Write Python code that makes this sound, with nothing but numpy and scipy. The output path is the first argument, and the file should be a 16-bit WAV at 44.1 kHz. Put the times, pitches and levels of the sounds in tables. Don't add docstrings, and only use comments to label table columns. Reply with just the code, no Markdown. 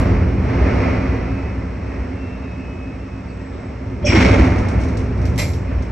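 import sys
import numpy as np
from scipy import signal
from scipy.fft import rfft, irfft, next_fast_len
from scipy.io import wavfile
from scipy.ndimage import uniform_filter1d

SR = 44100
rng = np.random.default_rng(int(sys.argv[2]) if len(sys.argv) > 2 else 0)


def bounce(signal):
    frames = np.transpose(np.atleast_2d(signal))
    limited = np.clip(frames, -1, 1)
    pcm = np.round(limited * 32767).astype(np.int16)
    wavfile.write(sys.argv[1], SR, pcm)


N = 260631
TIME = np.arange(N) / SR
SIZE = next_fast_len(N, True)
FREQS = np.maximum(np.arange(SIZE // 2 + 1) * SR / SIZE, 1)


def from_db(db):
    return 10 ** (np.asarray(db) / 20)


def rms_one(x):
    return x / np.sqrt(np.mean(x ** 2) + 1e-20)


def at_hz(points, hz=FREQS):
    f, value = np.transpose(points)
    return np.interp(np.log(hz), np.log(f), value)


def bell(hz, width):
    return 1 / (1 + (2 * (FREQS - hz) / width) ** 2)


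def resonances(modes):
    return sum(from_db(db) * bell(hz, width) for hz, width, db in modes)


def lifted(modes):
    return np.sqrt(1 + sum((from_db(abs(db)) ** 2 - 1) * bell(hz, width) for hz, width, db in modes))


def drift(rate_hz):
    return rms_one(irfft(rfft(rng.standard_normal(SIZE)) / (1 + (FREQS / rate_hz) ** 2), SIZE)[:N])


def steadied(x, seconds):
    span = max(int(seconds * SR), 2)
    power = uniform_filter1d(uniform_filter1d(np.mean(x ** 2, axis=0), span), span)
    return x / np.sqrt(np.abs(power) + 1e-9)


def swells(rows):
    power = np.zeros(N)
    for peak, db, build_s, fade_db_per_s in rows:
        building = np.exp(-(np.minimum(TIME - peak, 0) / build_s) ** 2)
        power += building * from_db(db - fade_db_per_s * np.maximum(TIME - peak, 0)) ** 2
    return power


def held(start, length, build_s, release_s=0.019):
    release = np.exp(-np.clip((TIME - start - length) / release_s, 0, 20))
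    return np.clip((TIME - start) / build_s, 0, 1) * release


def flare(start, peak, ring_s):
    rise = np.clip((TIME - start) / max(peak - start, 1e-3), 0, 1)
    fade_db = -60 * np.maximum(TIME - peak, 0) / ring_s
    return rise * from_db(np.maximum(fade_db, -200))


# f/Hz, likeness from 0 to 1
STEREO_LIKENESS = [(60, .999), (190, .98), (340, .91), (520, .6), (850, .25), (1200, .45), (1600, .88),
                   (2100, .96), (2600, .8), (3150, .35), (4200, .65), (5000, .45), (5600, .83), (6800, .99),
                   (8000, .83), (10200, .45), (11400, .88), (13000, .98)]
# f/Hz, lead/rad
LEFT_LEAD = [(450, 0), (850, 1.1), (1200, .4), (2000, 0), (2800, 0), (3200, -.6), (4300, -.6), (4750, -1.4),
             (5000, -3.2), (5250, -5.2), (5700, -6.15), (7300, -6.35), (7900, -6.8), (9300, -7),
             (10400, -8.2), (11500, -8.6), (12200, -9.4)]
# f/Hz, level/dB
LEFT_LEVEL = [(60, 0), (110, -.5), (190, -.6), (340, -1.5), (620, -4.2), (1100, -1.6), (2000, -.4),
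              (3500, .3), (6300, 0)]
SIDES = np.array([[1], [-1]])

def noise(colour):
    shared, apart = rfft(rng.standard_normal((2, SIZE)))
    alike = at_hz(STEREO_LIKENESS)
    pair = np.sqrt(1 + alike) * shared + SIDES * np.sqrt(1 - alike) * apart
    pair[0] *= np.exp(1j * at_hz(LEFT_LEAD))
    balance = from_db(SIDES * at_hz(LEFT_LEVEL) / 2)
    return rms_one(irfft(pair * colour * balance, SIZE)[:, :N])


def note(hz, wander):
    pitch = hz * (1 + wander * drift(29.9))
    phase = 2 * np.pi * (np.cumsum(pitch) / SR + rng.random())
    balance = from_db(SIDES * at_hz(LEFT_LEVEL, hz) / 2)
    return np.sqrt(2) * np.sin(phase + [[at_hz(LEFT_LEAD, hz)], [0]]) * balance


def hit_energy(hits, hz):
    start, level_db, dull_hz = np.transpose(hits)
    energy = np.full(N, 1e-18)
    energy[(start * SR).astype(int)] = from_db(level_db) ** 2 / (1 + (hz / dull_hz) ** 2)
    return energy


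def ringing(energy, ring_s):
    return signal.lfilter([1], [1, -np.exp(-np.log(1e6) / (ring_s * SR))], energy)


def struck(hits, colour, ring_times, crack_db, crack_s, rise_s):
    spectrum = rfft(noise(colour), SIZE)
    centres = np.geomspace(200, 12800, 7)
    keep = np.exp(-1 / (rise_s * SR))
    out = np.zeros((2, N))
    for hz in centres:
        octave = np.interp(np.log(FREQS), np.log(centres), centres == hz)
        band = irfft(spectrum * octave, SIZE)[:, :N]
        energy = hit_energy(hits, hz)
        ring = ringing(energy, at_hz(ring_times, hz))
        crack = from_db(crack_db) ** 2 * signal.lfilter([1], [1, -np.exp(-1 / (crack_s * SR))], energy)
        out += band * np.sqrt(signal.lfilter([1 - keep], [1, -keep], ring + crack))
    return out


# f/Hz, relative level/dB
AIR_COLOUR = [(1000, -5), (3000, 3), (4700, -4), (5300, 5.5), (6000, -1), (6800, -9), (7900, -4.5),
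              (8400, -16), (11000, -19.5)]

def ventilation():
    return from_db(-57.5) * noise(from_db(at_hz(AIR_COLOUR)))


# peak t/s, build-up/s, base fade/(dB/s), frame/dB, floor/dB, walls/dB
SHUDDERS = [(0.1, 0.44, 11.5, -18, -17, -20.5), (0.7, 0.18, 10.5, -24.5, -21.5, -25.5),
            (4.0, 0.17, 14, -31.5, -28, -39.5), (4.27, .15, 20.5, -16, -13.5, -18.5),
            (4.8, 0.16, 10.5, -24.5, -23, -27), (5.27, 0.085, 20, -23.5, -18.5, -29.5)]
FRAME, FLOOR, WALLS = 0, 1, 2

def shaking(part):
    idle_db = (-33, -34, -35.5)[part]
    fade_ratio = (0.66, 1.02, 0.99)[part]
    rows = [(peak, dbs[part], build_s, fade * fade_ratio) for peak, build_s, fade, *dbs in SHUDDERS]
    return np.sqrt(from_db(idle_db) ** 2 + swells(rows))


# f/Hz, relative level/dB
FRAME_RUMBLE = [(15, -22.5), (30, -21.5), (42, -16.5), (50, -13.5), (56, -0.5), (76, -3), (90, -16),
                (200, -48.5), (2000, -140)]
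FLOOR_BOOM = [(40, -43), (70, -15), (82, -1), (112, -2), (128, -6.5), (148, -12), (220, -30), (3000, -140)]
WALL_DRONE = [(90, -22), (145, -3), (170, 1), (215, 4), (238, -2), (290, -6.5), (310, -3.5), (430, -8.5),
              (600, -15.5), (1200, -38.5), (5000, -120)]
# f/Hz, width/Hz, lift/dB
FRAME_MODES = [(60.8, 4.4, 6.5), (73, 8, 2.5)]
FLOOR_MODES = [(96.7, 6.1, 6), (107, 11, 2.5)]
WALL_MODES = [(181.4, 9.5, 7.7), (312, 19, 3.5), (361, 11, 8), (419, 8, 4), (453, 8.8, 5.5), (536, 21, 2.3),
              (576, 16, 6)]
# t/s, level/dB
THUDS = [(0.14, -12), (0.64, -14), (1.12, -21), (2.02, -23.5), (4.42, -11), (4.77, -19), (5.2, -17),
         (5.78, -15)]

def cab(thud_s=0.03):
    frame = steadied(noise(lifted(FRAME_MODES) * from_db(at_hz(FRAME_RUMBLE))), seconds=0.11)
    floor = steadied(noise(lifted(FLOOR_MODES) * from_db(at_hz(FLOOR_BOOM))), seconds=0.15)
    walls = steadied(noise(lifted(WALL_MODES) * from_db(at_hz(WALL_DRONE))), seconds=0.13)
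    thud_power = sum(from_db(db) ** 2 * np.exp(-((TIME - t) / thud_s) ** 2) for t, db in THUDS)
    frame_shake = np.sqrt(shaking(FRAME) ** 2 + thud_power)
    return frame * frame_shake + floor * shaking(FLOOR) + walls * shaking(WALLS)


# peak t/s, relative level/dB, build-up/s, fade/(dB/s)
PULLS = [(0, -25.5, .2, 26), (0.52, -30.5, 0.075, 14.5), (0.845, -25, 0.25, 20.5), (1.95, -38, 0.12, 14.5),
         (3.58, -45, 0.06, 14), (4.75, -32, 0.24, 16), (5.25, -38, 0.059, 22), (5.72, -37, 0.053, 30)]

def hoist_effort(idle_db=-41):
    return np.sqrt(from_db(idle_db) ** 2 + swells(PULLS))


# f/Hz, relative level/dB
ROAR_COLOUR = [(200, -12.5), (430, 1), (800, -6.5), (1100, -7), (1500, -11.5), (2150, -12), (2550, -15),
               (3100, -26), (3600, -30.5), (4900, -29), (5300, -28), (5900, -33), (6900, -42.5),
               (8500, -50), (11000, -60)]
# f/Hz, width/Hz, lift/dB
CAB_MODES = [(589, 30, 4), (649, 24, 3.5), (741, 14, 3), (899, 30, 3), (1325, 30, 3), (1780, 24, 2.5),
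             (2089, 36, 4), (2201, 18, 5), (2507, 24, 3), (5570, 120, 3)]

def hoist_roar():
    flutter_db = 0.32 * drift(25)
    roar = noise(from_db(at_hz(ROAR_COLOUR)) * lifted(CAB_MODES))
    return roar * hoist_effort() * from_db(flutter_db + 2.5)


# f/Hz, width/Hz, relative level/dB
HUM_MODES = [(254.6, 16, -2), (266.6, 14, 4.5)]
PANEL_MODES = [(253.6, 14, 4), (268, 18, -1)]
# peak t/s, level/dB, build-up/s, fade/(dB/s)
PANEL_SWELLS = [(0.75, -22, .17, 20.5), (2.02, -35, 0.07, 9), (4.33, -18.5, 0.17, 22.5)]

def hoist_hum(idle_db=-39.5):
    hum_power = hoist_effort() ** 2 + (shaking(WALLS) * from_db(-10)) ** 2 + from_db(idle_db) ** 2
    hum = steadied(noise(resonances(HUM_MODES)), seconds=0.28)
    panels = steadied(noise(resonances(PANEL_MODES)), seconds=0.15)
    return hum * np.sqrt(hum_power) + panels * np.sqrt(swells(PANEL_SWELLS))


# f/Hz, width/Hz, relative level/dB
RASP_MODES = [(2000, 80, 0), (2204, 100, -6.5), (2415, 24, 1.5)]
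# peak t/s, level/dB, build-up/s, fade/(dB/s)
RASPS = [(0.9, -36, 0.14, 23.5)]

def rope_rasp():
    return noise(resonances(RASP_MODES)) * np.sqrt(swells(RASPS))


# t/s, length/s, f/Hz, level/dB
SQUEALS = [(1.12, 0.4, 2576, -48), (1.53, 0.56, 2570, -54.5), (2.1, .835, 2560, -47.5),
           (2.09, 0.26, 2690, -47), (2.405, .055, 2700, -51), (2.54, .1, 2702, -54), (2.15, .4, 3792, -67),
           (2.55, .2, 2955, -61), (2.97, .07, 2690, -54), (3.01, .2, 2560, -51.5), (3.18, .24, 2562, -57),
           (3.6, .1, 7810, -69)]
# t/s, length/s, f/Hz, width/Hz, level/dB
RUBS = [(1.85, 0.22, 1910, 50, -51), (3.22, .22, 2640, 140, -58.5), (3.27, .025, 4500, 170, -57),
        (3.36, .11, 1895, 110, -51), (3.51, .07, 3680, 700, -58), (3.25, .06, 7820, 110, -70),
        (3.3, .38, 7810, 160, -70.5)]

def pulleys():
    squeals = sum(note(hz, wander=0.0012) * held(start, length, build_s=0.64 * length) * from_db(db)
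                  for start, length, hz, db in SQUEALS)
    rubs = sum(noise(bell(hz, width)) * held(start, length, build_s=0.03) * from_db(db)
               for start, length, hz, width, db in RUBS)
    uneven_grip_db = 1.7 * drift(25)
    return (squeals + rubs) * from_db(uneven_grip_db)


# t/s, relative level/dB, dull above f/Hz
TICKS = [(4.585, -42.5, 12000), (4.685, -39.5, 16000), (4.800, -46, 14000), (4.812, -42.5, 14000),
         (4.835, -43, 12000), (4.885, -42.5, 6000), (4.970, -38.5, 15000), (5.175, -50, 6000),
         (5.215, -47, 8100), (5.253, -40.5, 16000), (5.358, -45, 16000), (5.533, -39, 6000),
         (5.823, -45.5, 8000)]
# f/Hz, relative level/dB
TICK_COLOUR = [(1000, -1.5), (3000, -1.5), (4500, -2), (5700, 4.5), (7000, -7), (8000, -6), (10000, -16),
               (12000, -15)]
# f/Hz, ring time/s
CAB_RING = [(300, 0.63), (2000, 0.28), (6000, 0.36), (7500, 0.5), (12000, 0.32)]

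def ticks():
    colour = from_db(at_hz(TICK_COLOUR))
    return from_db(-2.5) * struck(TICKS, colour, CAB_RING, crack_db=5, crack_s=0.005, rise_s=0.0006)


# t/s, relative level/dB, dull above f/Hz
CLANKS = [(0.0, -40.5, 9000), (5.253, -39, 3000), (5.378, -28.5, 20000), (5.387, -22.5, 6000),
          (5.393, -19, 4000), (5.401, -36, 14100), (5.420, -31, 10000), (5.489, -43, 9000),
          (5.823, -52, 3000)]
# f/Hz, relative level/dB
CLANK_COLOUR = [(300, -12), (600, 2.5), (1500, -12.5), (2200, 0), (3000, -13.5), (4300, -6.5), (5000, -5.5),
                (5800, -5.5), (6800, -16), (8500, -17), (10500, -20.5), (12000, -24.5)]
# f/Hz, width/Hz, lift/dB
CLANK_MODES = [(2050, 80, 4.5), (2380, 150, 6.5), (4020, 60, 6), (7410, 90, 19.5), (11460, 190, 28)]
# f/Hz, level against the knock/dB, ring time/s
CLANK_NOTES = [(1978, -12.5, .25), (2110, -8, .2), (3203, -20.5, .18), (6024, -20, .21), (7461, -16.5, .38)]

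def clank():
    colour = from_db(at_hz(CLANK_COLOUR)) * lifted(CLANK_MODES)
    clatter = struck(CLANKS, colour, CAB_RING, crack_db=2, crack_s=0.0029, rise_s=0.00065)
    notes = sum(note(hz, wander=0.001) * from_db(db) * np.sqrt(ringing(hit_energy(CLANKS, hz), ring_s))
                for hz, db, ring_s in CLANK_NOTES)
    return from_db(-0.8) * clatter + notes


# f/Hz, relative level/dB
SNAP_COLOUR = [(1500, -6), (2200, 0), (5000, -4), (10000, -5), (11500, 5)]

def snap(start_s=5.378, level_db=-27, decay_s=0.0018):
    fall = (TIME >= start_s) * np.exp(-np.clip((TIME - start_s) / decay_s, 0, 30))
    return noise(from_db(at_hz(SNAP_COLOUR))) * from_db(level_db) * fall


# f/Hz, half-width/Hz, level/dB, start t/s, peak t/s, ring time/s, share by which the pitch starts high
SCREECH_MODES = [(567, 33, -22, 4.04, 4.053, 0.33, 0), (1920, 41, -30.5, 4.05, 4.11, 0.38, 0.011),
                 (2236, 120, -21, 4.057, 4.072, 0.5, .12), (2153, 88, -25.5, 4.11, 4.172, 0.99, 0),
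                 (2770, 80, -31.5, 4.055, 4.075, 0.74, 0.085), (3260, 90, -35, 4.03, 4.08, 0.68, 0.0073),
                 (5160, 80, -29, 4.056, 4.085, 0.38, 0), (5600, 220, -28, 4.046, 4.062, 0.69, 0),
                 (6300, 90, -33.5, 4.046, 4.066, 0.14, 0), (7650, 770, -41, 4.052, 4.072, 0.71, 0.0027)]
# f/Hz, level/dB, start t/s, peak t/s, ring time/s
GUIDE_NOTES = [(587, -21.5, 4.038, 4.056, 0.24), (5600, -29.5, 4.046, 4.075, 0.39)]

def screech(slows_at_s=4.1, slowing_s=0.0138):
    speed = 0.5 - 0.5 * np.tanh((TIME - slows_at_s) / (2 * slowing_s))
    slip_left = np.cumsum(speed[::-1])[::-1] / SR
    out = np.zeros((2, N))
    for hz, half_width, db, start, peak, ring_s, sharp in SCREECH_MODES:
        rough = steadied(noise(bell(hz, 2 * half_width)), seconds=0.02)
        pitch_shift = np.exp(-2j * np.pi * hz * sharp * slip_left)
        sliding = np.real(signal.hilbert(rough, SIZE)[:, :N] * pitch_shift)
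        out += sliding * flare(start, peak, ring_s) * from_db(db)
    for hz, db, start, peak, ring_s in GUIDE_NOTES:
        out += note(hz, wander=0.00405) * flare(start, peak, ring_s) * from_db(db + 1.5 * drift(60))
    return out


# t/s, level/dB, f/Hz
WALL_KNOCKS = [(4.121, -12.5, 344), (4.167, -10.5, 245), (4.243, -16, 521), (4.324, -15, 497),
               (4.398, -11.5, 262)]

def container_knocks():
    out = np.zeros((2, N))
    for start, db, hz in WALL_KNOCKS:
        panel = steadied(noise(bell(hz, width=103)), seconds=0.015)
        out += panel * flare(start, peak=start + 0.009, ring_s=0.15) * from_db(db)
    return out


def rattle(per_s=130, swell_s=0.0013, share=0.3):
    sizes = (rng.random(N) < per_s / SR) * rng.uniform(0.3, 1.7, N)
    keep = np.exp(-1 / (swell_s * SR))
    power = signal.lfilter([1], [1, -2 * keep, keep ** 2], sizes + 1e-18)
    return np.sqrt(1 - share + share * power / power.mean())


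# t/s, relative level/dB, dull above f/Hz
BLOWS = [(4.026, -34.5, 1210), (4.068, -27.5, 5000), (4.098, -25.5, 9050), (4.12, -21, 2000),
         (4.148, -19.5, 8000), (4.168, -21.5, 6980), (4.208, -20, 14000), (4.248, -22.5, 2790),
         (4.292, -20.5, 1800), (4.326, -19.5, 1510), (4.383, -21.5, 1580), (4.444, -29, 4050),
         (4.575, -39, 6000)]
# f/Hz, relative level/dB
CRASH_COLOUR = [(150, -16), (270, -3), (340, -0.5), (600, -3), (1000, -5), (1700, -7.5), (2200, -3),
                (3100, -13.5), (4800, -17.5), (5500, -16.5), (7000, -26), (9000, -35.5), (11000, -40.5)]
# f/Hz, width/Hz, lift/dB
CONTAINER_MODES = [(305, 18, 9.5), (334, 21, 7.5), (364, 17, 4), (630, 15, -0.5)]
# f/Hz, ring time/s
HOLD_RING = [(200, 1.37), (1000, 1.7), (2200, 1.08), (4000, 0.59), (10000, 1.65)]

def crash():
    colour = from_db(at_hz(CRASH_COLOUR)) * lifted(CONTAINER_MODES) * lifted(CAB_MODES)
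    blows = struck(BLOWS, colour, HOLD_RING, crack_db=3.5, crack_s=0.0088, rise_s=0.0046)
    return blows * rattle() * from_db(1)


def scene():
    background = cab() + hoist_roar() + hoist_hum() + rope_rasp() + ventilation() + pulleys()
    landing = screech() + crash() + container_knocks()
    loose_steel = clank() + ticks() + snap()
    return background + landing + loose_steel


def record(dry):
    rounded = dry / (1 + (dry / 0.97) ** 6) ** (1 / 6)
    treble_cut = signal.ellip(10, 0.2, 80, 11900, fs=SR, output="sos")
    return signal.sosfilt(treble_cut, rounded)


dry = scene()
out = record(dry)
bounce(out)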